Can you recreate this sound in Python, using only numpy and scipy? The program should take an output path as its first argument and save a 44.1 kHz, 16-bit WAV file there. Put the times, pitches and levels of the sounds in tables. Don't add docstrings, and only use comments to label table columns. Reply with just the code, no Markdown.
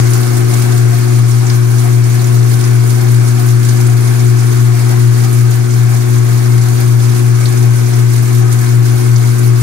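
import sys
import numpy as np
from scipy import signal
from scipy.fft import rfft, irfft, next_fast_len
from scipy.io import wavfile
from scipy.ndimage import uniform_filter1d

SR = 44100
rng = np.random.default_rng(int(sys.argv[2]) if len(sys.argv) > 2 else 0)


def gain_from_db(level_db):
    decades = np.asarray(level_db, float) / 20
    return 10 ** decades


def waveform_to_disk(signal):
    frames = np.transpose(np.atleast_2d(signal))
    scaled = np.clip(frames, -1, 1) * 32767
    samples = np.round(scaled).astype(np.int16)
    wavfile.write(sys.argv[1], SR, samples)


N = 424241

# (time [s], rate [swings/s])
BASKET = [
    (0, 2.481),
    (2.4, 2.581),
    (4.8, 2.643),
    (7.2, 2.692),
    (9.62, 2.781),
]
# (time [s], phone gain [dB], cabinet boom [dB])
DRIFT = [(0, 2.5, -2), (.25, 1.5, -3.5), (.6, 2.5, -3.5), (.95, 0.5, -0.5), (1.3, -0.34, .2), (2.2, 0, 0),
         (3.2, 0.24, 0), (4.9, 0.16, 0), (5.4, 0, 0.5), (5.68, -2, 0.3), (5.85, -.4, 0.7), (6.05, -.4, -.6),
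         (6.3, 0, 0), (8, -0.24, 0), (9.62, -0.4, 0.6)]
# (time [s], peak [dB], ring [Hz])
GURGLES = [(0.066, -33, 694), (0.311, -33, 705), (0.517, -31, 711), (0.645, -31, 719), (0.917, -22, 711),
           (1.119, -38, 743), (1.837, -30, 724), (2.049, -33, 762), (2.3, -27, 720), (2.603, -31, 770),
           (2.823, -29, 719), (3.377, -27, 719), (3.88, -31, 721), (4.055, -31, 719), (4.729, -26, 720),
           (5.236, -28, 780), (5.758, -32, 762), (5.931, -29, 705), (6.279, -28, 708), (6.7, -30, 705),
           (7.621, -31, 799), (7.922, -31, 721), (8.397, -31, 781), (8.801, -36, 778)]
# (time [s], peak [dB], centre [Hz], width [octaves])
SPLASHES = [(0.1027, -15, 10000, .9), (0.134, -10.5, 7000, 1.1), (0.4988, -26, 9330, .6),
            (1.0839, -25, 6860, .6), (1.3154, -17, 5560, .12), (1.4653, -12.5, 6210, .3),
            (1.4984, -11, 3900, 1.1), (1.8008, -18, 10500, 1.1), (2.1929, -18, 4200, .3),
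            (2.2418, -18, 6400, .4), (2.639, -14, 5900, .6), (3.2779, -13, 9800, .6),
            (3.69, -11.5, 5460, 0.85), (3.8686, -13, 10000, .6), (4.1929, -18, 6610, .6),
            (4.3904, -17, 6100, .6), (5.3278, -14, 9880, .6), (5.7064, -18, 6830, .6),
            (6.1804, -17, 6690, .6), (6.6144, -20, 6090, .6), (6.7755, -19, 5210, .6),
            (6.9915, -21, 7100, .6), (7.455, -9, 4040, .7), (7.5727, -18, 6910, .4),
            (7.9349, -17, 5740, .35), (8.2242, -12, 12800, .45), (8.525, -9, 9000, .8),
            (8.6462, -20, 6380, .3), (9.1597, -11.5, 5150, 0.81), (9.3906, -14, 9600, .6)]


def evened(x):
    return x / np.sqrt(np.mean(x ** 2) + 1e-20)


def read(points, hz, below_db=0, above_db=0):
    f, value = np.transpose(points)
    octave = np.log2(np.maximum(hz, 1))
    low_slope = below_db * np.maximum(np.log2(f[0]) - octave, 0)
    high_slope = above_db * np.maximum(octave - np.log2(f[-1]), 0)
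    return np.interp(octave, np.log2(f), value) + low_slope + high_slope


def curve(table, t, count):
    rows = np.array(table)
    return np.interp(t, rows[:, 0], rows[:, count])


def swings(t):
    return np.cumsum(curve(BASKET, t, count=1)) * t[1]


def throb(row, t):
    turns, speed = swings(t), curve(BASKET, t, count=1)
    wave = 0
    for k, (depth_db, start) in enumerate(np.reshape(row[1:], (-1, 2)), 1):
        wave = wave + depth_db * np.cos(2 * np.pi * (k * turns + start))
    return row[0] + wave * (speed / speed.mean()) ** 4.9


def wander(t, low_hz, high_hz):
    slow = np.arange(0, t[-1] + .02, .01)
    x = np.zeros(len(slow))
    for f in np.geomspace(low_hz, high_hz, 40):
        x += np.sin(2 * np.pi * (f * slow + rng.random())) / np.sqrt(f)
    return np.interp(t, slow, evened(x))


def tone(level_db, angle):
    return gain_from_db(level_db) * np.sqrt(2) * np.cos(angle)


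def motor():
    # (left [dB], right [dB], start [turns], rocking depth [rad], rocking start [rad])
    harmonics = [
        (2.9, -3, 0, .18, .11),
        (4.2, -.8, .26, .33, -2.01),
        (5.9, 1, -.34, .06, -.64),
    ]
    # (mean [dB], then depth [dB], start [turns] for once, twice, thrice a swing)
    hum_throb = [(-8.6, 0.97, -0.061, 0.59, 0.065, 0.28, -.42), (-31.5, 2.74, 0.3, 1, 0.21, .1, -.24),
                 (-29, 1.8, 0.18, 0.42, -0.42, 0.16, -0.4)]
    # (hum multiple, shaft order, left [dB], right [dB])
    whine = [(0, 16, -31.5, -36.7), (0, 17, -45, -54), (0, 57, -39.5, -62), (1, 1, -42, -47),
             (3, -1, -39, -50), (3, 1, -35, -46)]
    # (rate [Hz], left [dB], right [dB])
    shake = (19.96, -35.5, -40.5)
    hum_hz, shaft_hz = 120.012, 19.372
    t, out = np.arange(N) / SR, np.zeros((2, N))
    turns = swings(t)
    for k, (left_db, right_db, start, depth, rock) in enumerate(harmonics, 1):
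        angle = 2 * np.pi * (k * hum_hz * t + start) + depth * np.cos(2 * np.pi * turns + rock)
        level_db = throb(hum_throb[k - 1], t) + k * 0.35 * wander(t, 1.5, 8)
        if k == 1:
            level_db += curve(DRIFT, t, count=2)
        out += gain_from_db([[left_db], [right_db]]) * tone(level_db, angle)
    for hum, order, left_db, right_db in whine:
        hz = hum * hum_hz + order * shaft_hz
        drag = 0.016 * order * np.cos(np.pi * turns)
        flutter_db = 0.62 * wander(t, 1.5, 8)
        angle = 2 * np.pi * (hz * t + rng.random()) + drag
        out += gain_from_db([[left_db], [right_db]]) * tone(flutter_db, angle)
    hz, left_db, right_db = shake
    throb_db = 1.3 * np.cos(2 * np.pi * (turns + 0.87))
    return out + gain_from_db([[left_db], [right_db]]) * tone(throb_db, 2 * np.pi * hz * t)


def noise_pair(size, colour_db, patchy_db):
    # (frequency [Hz], likeness [0-1])
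    likeness = [(40, .7), (100, .55), (200, .85), (430, .95), (560, .5), (780, .5), (1100, .3), (1500, .35),
                (3000, .15), (8000, .05)]
    # (frequency [Hz], lead [rad])
    lead = [(350, 0), (430, .55), (520, -.3), (750, .85), (1100, -.6), (1500, 0)]
    hop = size // 4
    frames, hz = N // hop + 5, np.fft.rfftfreq(size, 1 / SR)
    a, b, c, d, patches = rng.standard_normal((frames, len(hz), 5)).T
    patches = uniform_filter1d(patches, size=8, axis=0)
    patches = evened(uniform_filter1d(patches, size=12, axis=1))
    same = np.clip(read(likeness, hz), -1, 1)[:, None]
    left, other = a + 1j * b, c + 1j * d
    right = same * left * np.exp(1j * read(lead, hz))[:, None] + np.sqrt(1 - same ** 2) * other
    z = np.array([left, right])
    z *= gain_from_db(colour_db(hz, np.arange(frames) * hop / SR) + patchy_db * patches)
    return signal.istft(z, nperseg=size, noverlap=size - hop)[1][:, :N]


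def bumps(rows, t, rise_s, fade_s):
    s, peak_db = np.transpose(rows)[:2, :, None]
    height = gain_from_db(.5 * (peak_db - peak_db.max()))
    return height * np.exp(np.minimum((t - s) / rise_s, (s - t) / fade_s))


def rumble():
    # (frequency [Hz], density [dB per Hz])
    rumble_left = [(35, -15), (60, -8.5), (100, -3.5), (160, 0), (280, 0), (430, -1), (540, -7), (860, -9),
                   (1100, -7.5), (1600, -6), (1850, -8.5), (2350, -9.5), (2900, -18)]
    rumble_right = [(35, -17), (60, -13.5), (100, -6), (160, -4), (280, -7), (430, -6), (620, -14),
                    (1000, -15), (1500, -12), (1800, -18), (2300, -17.5), (2900, -20)]
    # (centre [Hz], width [Hz], left [dB], right [dB])
    panels = [(51, 10, 5, 4), (158, 12, 4, 4), (204, 12, 3, 4), (222, 12, -5, -4), (265, 14, -5, -5),
              (428, 30, 10, 9), (600, 16, 6, 4), (720, 26, 10, 1), (772, 24, 8, 7), (948, 14, 6, 2),
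              (1040, 40, 4, 3), (1238, 16, 5, 1), (1204, 14, 1, 6), (1272, 14, 3.5, 1), (1444, 14, 5, 4),
              (1535, 60, 5, 2), (1713, 30, 6, 1), (2175, 60, 4.5, 4)]
    # (mean [dB], then depth [dB], start [turns] for once, twice, thrice a swing)
    slosh_throb = (-34.5, .65, -0.57, 0.49, -0.6, 0.27, 5)
    wall_throb = (-0.48, 0.77, .37, 0.036, .06, -0.069, -.3)

    def colour_db(hz, t):
        db = np.array([read(p, hz, below_db=-3, above_db=-16) for p in (rumble_left, rumble_right)])
        for centre_hz, width, left_db, right_db in panels:
            db += np.outer([left_db, right_db], 1 / (1 + (2 * (hz - centre_hz) / width) ** 2))
        wall = np.exp(-((hz - 740) / 110) ** 2)[:, None]
        slaps_db = 2.5 * bumps(GURGLES, t - .03, rise_s=0.039, fade_s=0.056).sum(0)
        gurgle_db = throb(wall_throb, t) + slaps_db - slaps_db.mean() + 1.5 * wander(t, 3, 15)
        return db[:, :, None] + wall * gurgle_db

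    t = np.arange(N) / SR
    level_db = throb(slosh_throb, t) + 0.5 * wander(t, 2.5, 18)
    return gain_from_db(level_db + 9.2) * evened(noise_pair(size=4096, colour_db=colour_db, patchy_db=1.1))


def bloops():
    rise_s, fade_s = .015, 0.03
    out, t = np.zeros(N + SR), np.arange(SR // 5) / SR
    shape = np.minimum(t / rise_s, 1) * np.exp(-np.maximum(t - rise_s, 0) / fade_s)
    for s, peak_db, hz in GURGLES:
        out[round(s * SR):][:len(t)] += gain_from_db(peak_db + 1.3) * shape * np.sin(2 * np.pi * hz * t)
    return gain_from_db([[2.5], [-4.5]]) * out[:N]


def ports(x):
    # (frequency [Hz], density [dB per Hz])
    spray_left = [(2900, -21), (4200, -17), (5200, -20), (7000, -16), (8300, -23.5), (10500, -35)]
    spray_right = [(2200, -25), (3600, -20.5), (4200, -15.5), (6500, -12.5), (7800, -15.3), (9200, -11.3),
                   (11000, -15), (12800, -18.5), (15600, -20)]
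    size = next_fast_len(N)
    hz = np.fft.rfftfreq(size, 1 / SR)
    gain = gain_from_db([read(p, hz, below_db=-14) + 14 for p in (spray_left, spray_right)])
    return irfft(rfft(x, size) * gain, size)[:, :N]


def spurts(t, per_s, fade_s):
    step = t[1]
    kicks = np.minimum(rng.exponential(1, len(t)), 2.5) * (rng.random(len(t)) < per_s * step)
    x = signal.lfilter([1], [1, -np.exp(-step / fade_s)], kicks)
    return evened(x - x.mean())


def surges(hz, t):
    octaves_off = np.log2((hz[:, None] + 1) / np.transpose(SPLASHES)[2])
    near = np.exp(-(octaves_off / 0.9) ** 2)
    return 3 * near @ bumps(SPLASHES, t, rise_s=0.0028, fade_s=0.028)


def droplets():
    drops, t = np.zeros((2, N)), np.arange(400) / SR
    for hz in np.geomspace(4000, 15000, 24):
        size = gain_from_db(4.0 * np.minimum(rng.exponential(1, N), 3)) * (rng.random(N) < 30 / SR)
        fade = np.exp(-t * hz / 6.9) * np.minimum(t * hz / 1.2, 1)
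        plink = np.sin(2 * np.pi * hz * t * (1 + 9 * t)) * fade
        sides = rng.uniform(0.41, 1, 2) * hz / 8000
        drops += np.outer(sides, signal.oaconvolve(size, plink)[:N])
    return drops


def spray():
    # (mean [dB], then depth [dB], start [turns] for once, twice, thrice a swing)
    sheet_throb = (-33.5, 0.85, 0.44, 0.65, 0.3, 0.48, 0.1)
    top_throb = (0.033, .1, 0.12, 0.012, .3, .15, 0.2)

    def colour_db(hz, t):
        top = np.clip((hz - 8000) / 4000, 0, 1)[:, None]
        wide, fine = spurts(t, per_s=40, fade_s=0.0065), spurts(t, per_s=22, fade_s=0.003)
        level_db = throb(sheet_throb, t) + surges(hz, t) + 0.52 * wander(t, 3, 14)
        gap_db = -1.5 * np.exp(14 * (np.cos(2 * np.pi * (swings(t) - .13)) - 1))
        top_db = throb(top_throb, t) + gap_db - gap_db.mean() + 1.1 * fine
        return top * top_db + 0.99 * wide + level_db - level_db.mean()

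    hiss = evened(noise_pair(size=256, colour_db=colour_db, patchy_db=1.43))
    water = hiss + gain_from_db(-22) * evened(droplets())
    return gain_from_db(sheet_throb[0] + 6.5) * evened(ports(water))


def thread_snaps():
    kicks = gain_from_db(2.7 * np.minimum(rng.exponential(1, N), 3)) * (rng.random(N) < 12 / SR)
    fade_s = 0.0014
    snaps = signal.lfilter([1], [1, -np.exp(-1 / (fade_s * SR))], kicks) * rng.standard_normal((2, N))
    high = signal.butter(3, 11000, "high", fs=SR, output="sos")
    return gain_from_db(-17.5) * signal.sosfilt(high, snaps)


def splashes():
    out, t = np.zeros((2, N)), np.arange(3000) / SR
    shape = np.minimum(t / 0.0017, 1) * (np.exp(-t / 0.0051) + 0.22 * np.exp(-t / .026))
    for s, peak_db, hz, octaves in SPLASHES:
        half = 2 ** (octaves / 2)
        band = signal.butter(3, [hz / half, min(hz * half, 19000)], "band", fs=SR, output="sos")
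        burst = evened(signal.sosfilt(band, rng.standard_normal((2, len(t)))))
        part = out[:, round(s * SR):][:, :len(t)]
        part += (gain_from_db(peak_db - 6.0) * burst * shape)[:, :part.shape[1]]
    return ports(out + thread_snaps())


def scene():
    return motor() + rumble() + bloops() + spray() + splashes()


def below(x, hz):
    return signal.oaconvolve(x, signal.firwin(1023, hz, window=("kaiser", 7), fs=SR), "same")


def band_limit(x):
    return signal.sosfilt(signal.butter(12, 15880, fs=SR, output="sos"), x)


def record(dry):
    gained = dry * gain_from_db(curve(DRIFT, np.arange(N) / SR, count=1))
    left = np.roll(below(gained[0], 10700), 39)
    right = below(gained[1], 15720)
    both = np.array([left, right])
    over = np.maximum(abs(both) - .85, 0)
    limited = both - np.sign(both) * (over - .17 * np.tanh(over / .17))
    return band_limit(np.clip(limited, -1, 1))


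dry = scene()
out = record(dry)
waveform_to_disk(out)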